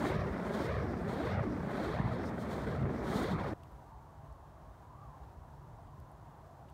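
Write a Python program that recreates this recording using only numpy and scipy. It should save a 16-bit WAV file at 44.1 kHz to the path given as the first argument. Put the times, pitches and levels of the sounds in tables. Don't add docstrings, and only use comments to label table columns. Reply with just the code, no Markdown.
import sys
import numpy as np
from scipy import signal
from scipy.fft import rfft, irfft, next_fast_len
from scipy.io import wavfile
from scipy.ndimage import uniform_filter1d

SR = 44100
rng = np.random.default_rng(int(sys.argv[2]) if len(sys.argv) > 2 else 0)


def put_to_file(sound):
    columns = np.atleast_2d(sound).T
    safe = np.clip(columns, -1, 1)
    whole_steps = np.round(safe * 32767)
    wavfile.write(sys.argv[1], SR, whole_steps.astype(np.int16))


N = 296793
TIME = np.arange(N) / SR


def from_db(db):
    return 10 ** (np.asarray(db) / 20)


def unit_rms(x):
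    return x / np.sqrt(np.mean(x ** 2) + 1e-20)


def evened(x, span_s):
    return x / np.sqrt(uniform_filter1d(x ** 2, int(span_s * SR)) + 1e-12)


def in_time(rows):
    times, *columns = np.transpose(rows)
    return [np.interp(TIME, times, column) for column in columns]


def swell(peak_s, rise_s, fall_s):
    away = (TIME - peak_s) / np.where(TIME < peak_s, rise_s, fall_s)
    return np.exp(-np.minimum(away ** 2, 20))


def drift(rate_hz):
    size = next_fast_len(N, real=True)
    hz = np.arange(size // 2 + 1) * SR / size
    spectrum = rfft(rng.standard_normal(size)) / (1 + (hz / rate_hz) ** 2)
    return unit_rms(irfft(spectrum, size)[:N])


def flicker(depth_db, rate_hz):
    return unit_rms(from_db(depth_db * drift(rate_hz)))


def noise(spectrum):
    hz = np.maximum(np.arange(N // 2 + 1) * SR / N, 1)
    points_hz, points_db = np.transpose(spectrum)
    skirts = np.minimum(1, np.minimum(hz / points_hz[0], points_hz[-1] / hz)) ** 4
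    gain = from_db(np.interp(np.log(hz), np.log(points_hz), points_db)) * skirts
    return unit_rms(irfft(rfft(rng.standard_normal(N)) * gain, N))


def phase_of(hz):
    return 2 * np.pi * np.cumsum(hz) / SR


def narrow_noise(hz, width_hz):
    phase = phase_of(hz)
    return drift(width_hz) * np.cos(phase) + drift(width_hz) * np.sin(phase)


def resonate(x, hz, width_hz):
    r = np.exp(-np.pi * width_hz / SR)
    feedback = [1, -2 * r * np.cos(2 * np.pi * hz / SR), r * r]
    return signal.lfilter(np.array([1, 0, -1]) * (1 - r * r) / 2, feedback, x)


# frequency in Hz, relative density in dB.
TRAFFIC_SPECTRUM = [(150, 0.5), (300, -3), (460, -5.8), (670, -4.5), (820, -6), (1000, -6.5), (1300, -9.5),
                    (1700, -15.5), (2400, -26), (3800, -28), (5000, -31), (6200, -30.5), (10000, -35),
                    (15500, -36)]
# time in seconds, relative level in dB.
TRAFFIC_LEVEL = [(3.6, -57.5), (4.2, -58.5), (4.8, -59), (5.15, -58), (5.4, -58.5), (6.0, -58.5),
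                 (6.7, -58.5)]
# centre in Hz, level in dB.
TRAFFIC_BANDS = [(560, -77), (660, -68), (730, -69.5), (810, -68.5), (900, -68), (980, -67.8), (1070, -71),
                 (1170, -74.5)]
def far_traffic(glide=.015):
    wavers = 0
    for hz, band_db in TRAFFIC_BANDS:
        band = narrow_noise(hz * (1 + glide * drift(rate_hz=5)), width_hz=42)
        wavers += from_db(band_db) * band * flicker(depth_db=3.2, rate_hz=8)
    level_db, = in_time(TRAFFIC_LEVEL)
    wash = noise(TRAFFIC_SPECTRUM) * flicker(depth_db=.5, rate_hz=6.8)
    return wavers + from_db(level_db - 2.5) * wash


# time in seconds, level in dB.
FAR_HUM_LEVEL = [(3.75, -71), (4.0, -64), (4.4, -63.5), (4.8, -70.5), (5.05, -57.5), (5.3, -66.5),
                 (5.5, -61), (6.0, -61), (6.7, -64.5)]
def far_hum(hz=144.8, waver=.012):
    level_db, = in_time(FAR_HUM_LEVEL)
    tone = np.sqrt(2) * np.sin(phase_of(hz * (1 + waver * drift(rate_hz=8))))
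    return from_db(level_db) * tone * flicker(depth_db=1.5, rate_hz=8)


# time in seconds, pitch in Hz, level in dB.
TONE_GLIDE = [(4.88, 1093, -84), (4.95, 1138, -64), (5.03, 1200, -60), (5.07, 1130, -61), (5.11, 1036, -61),
              (5.16, 1010, -60), (5.22, 920, -75)]
def far_tone():
    hz, level_db = in_time(TONE_GLIDE)
    sounding = (TIME > TONE_GLIDE[0][0]) & (TIME < TONE_GLIDE[-1][0])
    return sounding * from_db(level_db) * evened(narrow_noise(hz, width_hz=55), span_s=.05)


# start in seconds, relative level in dB, centre in Hz, width in Hz,
# time to decay by 60 dB in seconds.
CHAIN_TICKS = [(3.634, -56, 2900, 900, 0.023), (3.635, -59, 9000, 9000, .015),
               (3.717, -66, 13000, 1500, .03), (4.326, -63, 7500, 3000, .015),
               (6.001, -57, 8000, 12000, 0.01), (6.115, -63, 10400, 700, 0.035),
               (6.699, -63, 9000, 9000, .025), (5.228, -70, 3450, 500, .12), (5.87, -70, 3000, 600, 0.11),
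               (6.686, -65, 2980, 900, 0.12)]
def ticks():
    out = np.zeros(N)
    for start_s, level_db, hz, width_hz, t60 in CHAIN_TICKS:
        ring = unit_rms(resonate(rng.standard_normal(N), hz, width_hz))
        decay = from_db(-60 * np.clip((TIME - start_s) / t60, 0, 10)) * (TIME >= start_s)
        out += from_db(level_db) * ring * decay / 2
    return out


# frequency in Hz, relative density in dB.
CALM_SPECTRUM = [(25, -29), (40, -4.5), (60, -1), (90, -0.5), (120, -3.5), (146, -6.5), (170, -10.5),
                 (210, -29), (300, -24), (400, -24.5)]
# time in seconds, level in dB.
CALM_COURSE = [(3.6, -57), (4.1, -57), (4.5, -57), (4.83, -57), (4.97, -54), (5.3, -56), (5.5, -54),
               (6.0, -53), (6.12, -59), (6.22, -53), (6.7, -57)]
def calm_flame():
    level_db, = in_time(CALM_COURSE)
    burning = evened(noise(CALM_SPECTRUM), span_s=.082)
    return from_db(level_db) * burning * flicker(depth_db=2, rate_hz=10)


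# peak time in seconds, rise and fall in seconds, level in dB, pitch in Hz.
FLAME_FLARES = [(.04, .03, -36.5, 225), (.165, 0.044, -34, 135.3), (.58, 0.086, -42.5, 206.5),
                (.77, 0.045, -41, 95), (1.0, 0.062, -42.5, 170), (1.1, .04, -42.5, 111),
                (1.385, 0.064, -40.5, 99.9), (1.66, 0.065, -46, 200), (2.11, .03, -39, 130),
                (2.835, 0.037, -33, 144.2), (3.205, 0.039, -38.5, 250), (3.335, .035, -34.5, 170),
                (3.73, .03, -53.5, 59.1), (3.96, .025, -54, 66.3), (4.305, .025, -48, 61.9),
                (4.38, .03, -56, 54.5), (4.62, .025, -52, 60.4), (4.69, .045, -50.5, 59.2),
                (5.08, .025, -53, 65), (5.23, 0.027, -52, 64), (6.0, .03, -52, 79.8)]
def flares(waver=.16):
    wander = 1 + waver * drift(rate_hz=90.6)
    throb = np.sqrt(2) * flicker(depth_db=2.5, rate_hz=92)
    return throb * sum(from_db(db) * swell(s, span_s, span_s) * np.sin(phase_of(hz * wander))
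                       for s, span_s, db, hz in FLAME_FLARES)


# start in seconds, envelope peak in dB, pitch in Hz.
VAPOUR_PUFFS = [(.046, -27.5, 258), (1.9991, -22, 140), (2.039, -25, 127), (2.056, -24.5, 117),
                (2.68, -29, 190), (3.1, -26, 200), (3.157, -21.5, 183)]
def puffs(decay_cycles=1.16):
    out = np.zeros(N)
    for start_s, peak_db, hz in VAPOUR_PUFFS:
        cycles = np.maximum(TIME - start_s, 0) * hz
        decay = np.exp(-np.minimum(cycles / decay_cycles, 10) ** 2)
        out += from_db(peak_db) * np.sin(2 * np.pi * cycles) * decay
    return out


# peak time in seconds, rise and fall in seconds,
# relative level in dB.
FUEL_SIZZLES = [(.3, 0.27, -68), (.63, 0.053, -68), (.85, 0.23, -72), (1.42, 0.25, -71), (2.25, .08, -69),
                (2.65, 0.22, -76), (3.02, .1, -70), (3.47, 0.068, -70)]
# frequency in Hz, relative density in dB.
SIZZLE_SPECTRUM = [(4700, 1), (5300, 3), (6000, -2), (6800, -19)]
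def fuel_sizzle():
    envelope = sum(from_db(db) * swell(s, span_s, span_s) for s, span_s, db in FUEL_SIZZLES)
    return envelope * noise(SIZZLE_SPECTRUM) * flicker(depth_db=2.7, rate_hz=14)


# time of the fastest downswing in seconds, length as a ratio, relative levels
# of roar, rush, hiss, crest and billow in dB, clearness of the echo from 0 to 1.
POI_TURNS = [(.05, 1.0, -41, -57, -62, -51, -37, 0.9), (0.623, 1.0, -41.5, -58.7, -65, -53, -38.5, 0.95),
             (1.245, .96, -42, -59, -69.5, -52, -40, 0.93),
             (1.875, 1.05, -42.5, -58, -68, -55.5, -37.5, 0.75),
             (2.62, 1.35, -48.5, -66, -71, -66, -43.5, 0.32),
             (3.205, .88, -41, -55.5, -61.5, -61, -38.5, 0.7)]
TURN_S, TURN_LENGTH, ROAR_DB, RUSH_DB, HISS_DB, CREST_DB, BILLOW_DB, CLEARNESS = np.transpose(POI_TURNS)
# peak time in seconds, rise and fall in seconds, relative levels of roar,
# rush and hiss in dB.
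POI_SWISHES = [(.07, 0.029, -57, -56, -61), (.33, 0.12, -57, -68, -74.5), (.56, 0.035, -48, -69, -75),
               (1.106, 0.042, -48, -60, -65), (1.715, 0.031, -50, -66, -71), (1.83, .025, -46, -66, -73),
               (2.13, 0.13, -48.5, -62.5, -77), (2.268, .035, -61, -66, -68),
               (2.415, 0.053, -67, -66.5, -71), (2.527, 0.035, -57, -60, -65),
               (2.676, .009, -42.5, -66, -74), (2.72, 0.058, -46, -65.5, -76), (2.94, .02, -49, -71, -83),
               (3.17, 0.072, -45.5, -56, -61), (3.309, 0.042, -58, -60, -67.5),
               (3.405, 0.02, -47.5, -60.5, -73), (3.465, 0.05, -43, -64, -75)]
SWISH_S, SWISH_SPAN_S, SWISH_ROAR_DB, SWISH_RUSH_DB, SWISH_HISS_DB = np.transpose(POI_SWISHES)
def turning(peaks_db, shape, swishes_db=()):
    delay_s, rise_s, fall_s, floor_db = shape
    power = from_db(floor_db) ** 2
    for s, length, peak_db in zip(TURN_S, TURN_LENGTH, peaks_db):
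        power += (from_db(peak_db) * swell(s + delay_s * length, rise_s * length, fall_s * length)) ** 2
    for s, span_s, peak_db in zip(SWISH_S, SWISH_SPAN_S, swishes_db):
        power += (from_db(peak_db) * swell(s, span_s, span_s)) ** 2
    return np.sqrt(power)


# time in seconds, lag of the ground echo in milliseconds.
SWING_EXTREMES = [(-.12, 5.0), (.195, 1.55), (.49, 4.95), (.745, 1.55), (1.07, 5.1), (1.345, 1.33),
                  (1.69, 5.05), (2.025, .95), (2.42, 4.7), (2.8, 1.4), (3.07, 5.4), (3.37, .75),
                  (3.64, 4.2)]
def echo_lag_ms():
    times, lags = np.transpose(SWING_EXTREMES)
    steps = np.arange(len(times))
    half_turns = np.interp(TIME, times, steps)
    eased = np.floor(half_turns) + np.sin(np.pi / 2 * (half_turns % 1)) ** 2
    return np.interp(eased, steps, lags)


def over_ground(direct, lag_ms, climbing, cutoff_hz=3800):
    reflection = np.interp(lag_ms, [2, 3.5], [.92, .5])
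    clearness = np.interp(TIME, TURN_S, CLEARNESS)
    share = reflection * clearness * (1 - .3 * climbing)
    dull = signal.lfilter(*signal.butter(1, cutoff_hz, fs=SR), direct)
    echo = np.interp(TIME - lag_ms / 1000, TIME, dull)
    return unit_rms(direct + share * echo)


# frequency in Hz, relative density in dB.
RUSH_SPECTRUM = [(2400, -22), (2850, -17), (3100, 0), (3600, 1), (4400, -2), (4950, -10), (5400, -11),
                 (6300, -18), (8000, -32)]
HISS_SPECTRUM = [(3500, -10.5), (5500, -9.5), (6800, -6.5), (7700, -9.5), (8600, -7.5), (9700, -11),
                 (10400, -17), (11300, -13), (13000, -14.5), (15700, -17)]
RUSH_SHAPE = (0, 0.16, 0.1646, -72)
HISS_SHAPE = (0, 0.18, 0.08, -75)
def passing_air():
    rush = turning(RUSH_DB, RUSH_SHAPE, SWISH_RUSH_DB) * noise(RUSH_SPECTRUM)
    rush *= flicker(depth_db=1.05, rate_hz=170)
    hiss = turning(HISS_DB, HISS_SHAPE, SWISH_HISS_DB) * noise(HISS_SPECTRUM)
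    return rush + from_db(1.5) * hiss


def tearing(rips_per_s=70, rise_s=.002, jump=.7):
    rips = (rng.random(N) < rips_per_s / SR) * rng.random(N) + 1e-18
    r = np.exp(-1 / (rise_s * SR))
    surges = signal.lfilter([np.e * (1 - r)], [1, -2 * r, r * r], rips)
    return unit_rms(1 + jump * surges)


# frequency in Hz, relative density in dB.
RUMBLE_SPECTRUM = [(25, -30), (38, -20), (55, -5), (75, 0), (120, -1), (195, 1.5), (280, -5), (400, -10),
                   (600, -32.5)]
ROAR_SPECTRUM = [(150, -15.5), (290, -3.5), (420, 0.5), (620, -0.5), (800, -4.5), (1200, -7.5), (1600, -11),
                 (2050, -15), (2300, -19.5), (2550, -25.5), (2800, -29)]
WHOOSH_SPECTRUM = [(230, -9), (300, 0), (400, 15), (470, -9), (600, -24)]
CREST_SPECTRUM = [(1300, -1), (1700, 2.5), (2000, 4.5), (2250, 1.2), (2600, -4.5), (2850, -6), (3150, -23)]
BILLOW_SHAPE = (-0.4, 0.22, 0.13, -40)
ROAR_SHAPE = (0.0, 0.2445, 0.28, -46.5)
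WHOOSH_SHAPE = (.015, 0.3, 0.2, -78)
CREST_SHAPE = (0.07, .09, 0.115, -79)
# echo lag and its spread, both in milliseconds.
LAG_WANDER = [(1.7, .07), (3, .21)]
def combustion(roar_loss_db, full_climb_ms_per_s=12.4):
    lag_ms = echo_lag_ms()
    lag_ms_per_s = np.gradient(uniform_filter1d(lag_ms, size=3000)) * SR
    climbing = np.clip(lag_ms_per_s / full_climb_ms_per_s, 0, 1)
    ragged_ms = lag_ms + np.interp(lag_ms, *np.transpose(LAG_WANDER)) * drift(rate_hz=23)
    rumble = evened(over_ground(noise(RUMBLE_SPECTRUM), ragged_ms, climbing), span_s=.0444)
    rumble *= turning(BILLOW_DB, BILLOW_SHAPE)
    roar = evened(over_ground(noise(ROAR_SPECTRUM), ragged_ms, climbing), span_s=.06)
    roar *= turning(ROAR_DB, ROAR_SHAPE, SWISH_ROAR_DB) * from_db(1.87 - roar_loss_db)
    whoosh = over_ground(evened(noise(WHOOSH_SPECTRUM), span_s=.029), ragged_ms, climbing)
    whoosh *= turning(ROAR_DB, WHOOSH_SHAPE) * from_db(-7)
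    crest = over_ground(noise(CREST_SPECTRUM), lag_ms, climbing)
    crest *= turning(CREST_DB, CREST_SHAPE)
    return rumble + whoosh + tearing() * (roar + crest)


# time in seconds, fall and rise in seconds, loss of treble
# in dB, loss of roar in dB. A negative loss is a gain.
WICK_STALLS = [(.43, 0.02, -0.5, 0.5), (1.0, 0.034, -1.5, 1.5), (1.5, .045, 1.5, 1.8),
               (1.63, 0.048, -0.5, 2), (2.04, 0.03, 4, 2.5), (2.325, 0.027, 2, -0.5),
               (2.845, 0.051, 4, 1.5), (3.365, 0.024, 3, 1)]
def swung_poi():
    treble_loss_db, roar_loss_db = sum(np.outer(losses, swell(s, span_s, span_s))
                                       for s, span_s, *losses in WICK_STALLS)
    flames = combustion(roar_loss_db)
    treble = passing_air() + fuel_sizzle()
    airflow = from_db(-treble_loss_db) * flicker(depth_db=1.16, rate_hz=16)
    eddies = flicker(depth_db=.44, rate_hz=146)
    return eddies * (flames + airflow * treble)


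def scene(stop_s=3.537, fade_s=.004):
    stopped = np.clip((TIME - stop_s) / fade_s + .5, 0, 1)
    swinging = swung_poi()
    quiet = far_traffic() + far_hum() + far_tone() + ticks() + calm_flame()
    return ((1 - stopped) * swinging + stopped * quiet + flares() + puffs())[None]


def record(dry, low_hz=37, high_hz=15700):
    thinned = signal.sosfilt(signal.butter(6, low_hz, "high", fs=SR, output="sos"), dry)
    return signal.sosfilt(signal.ellip(12, .1, 80, high_hz, fs=SR, output="sos"), thinned)


dry = scene()
out = record(dry)
put_to_file(out)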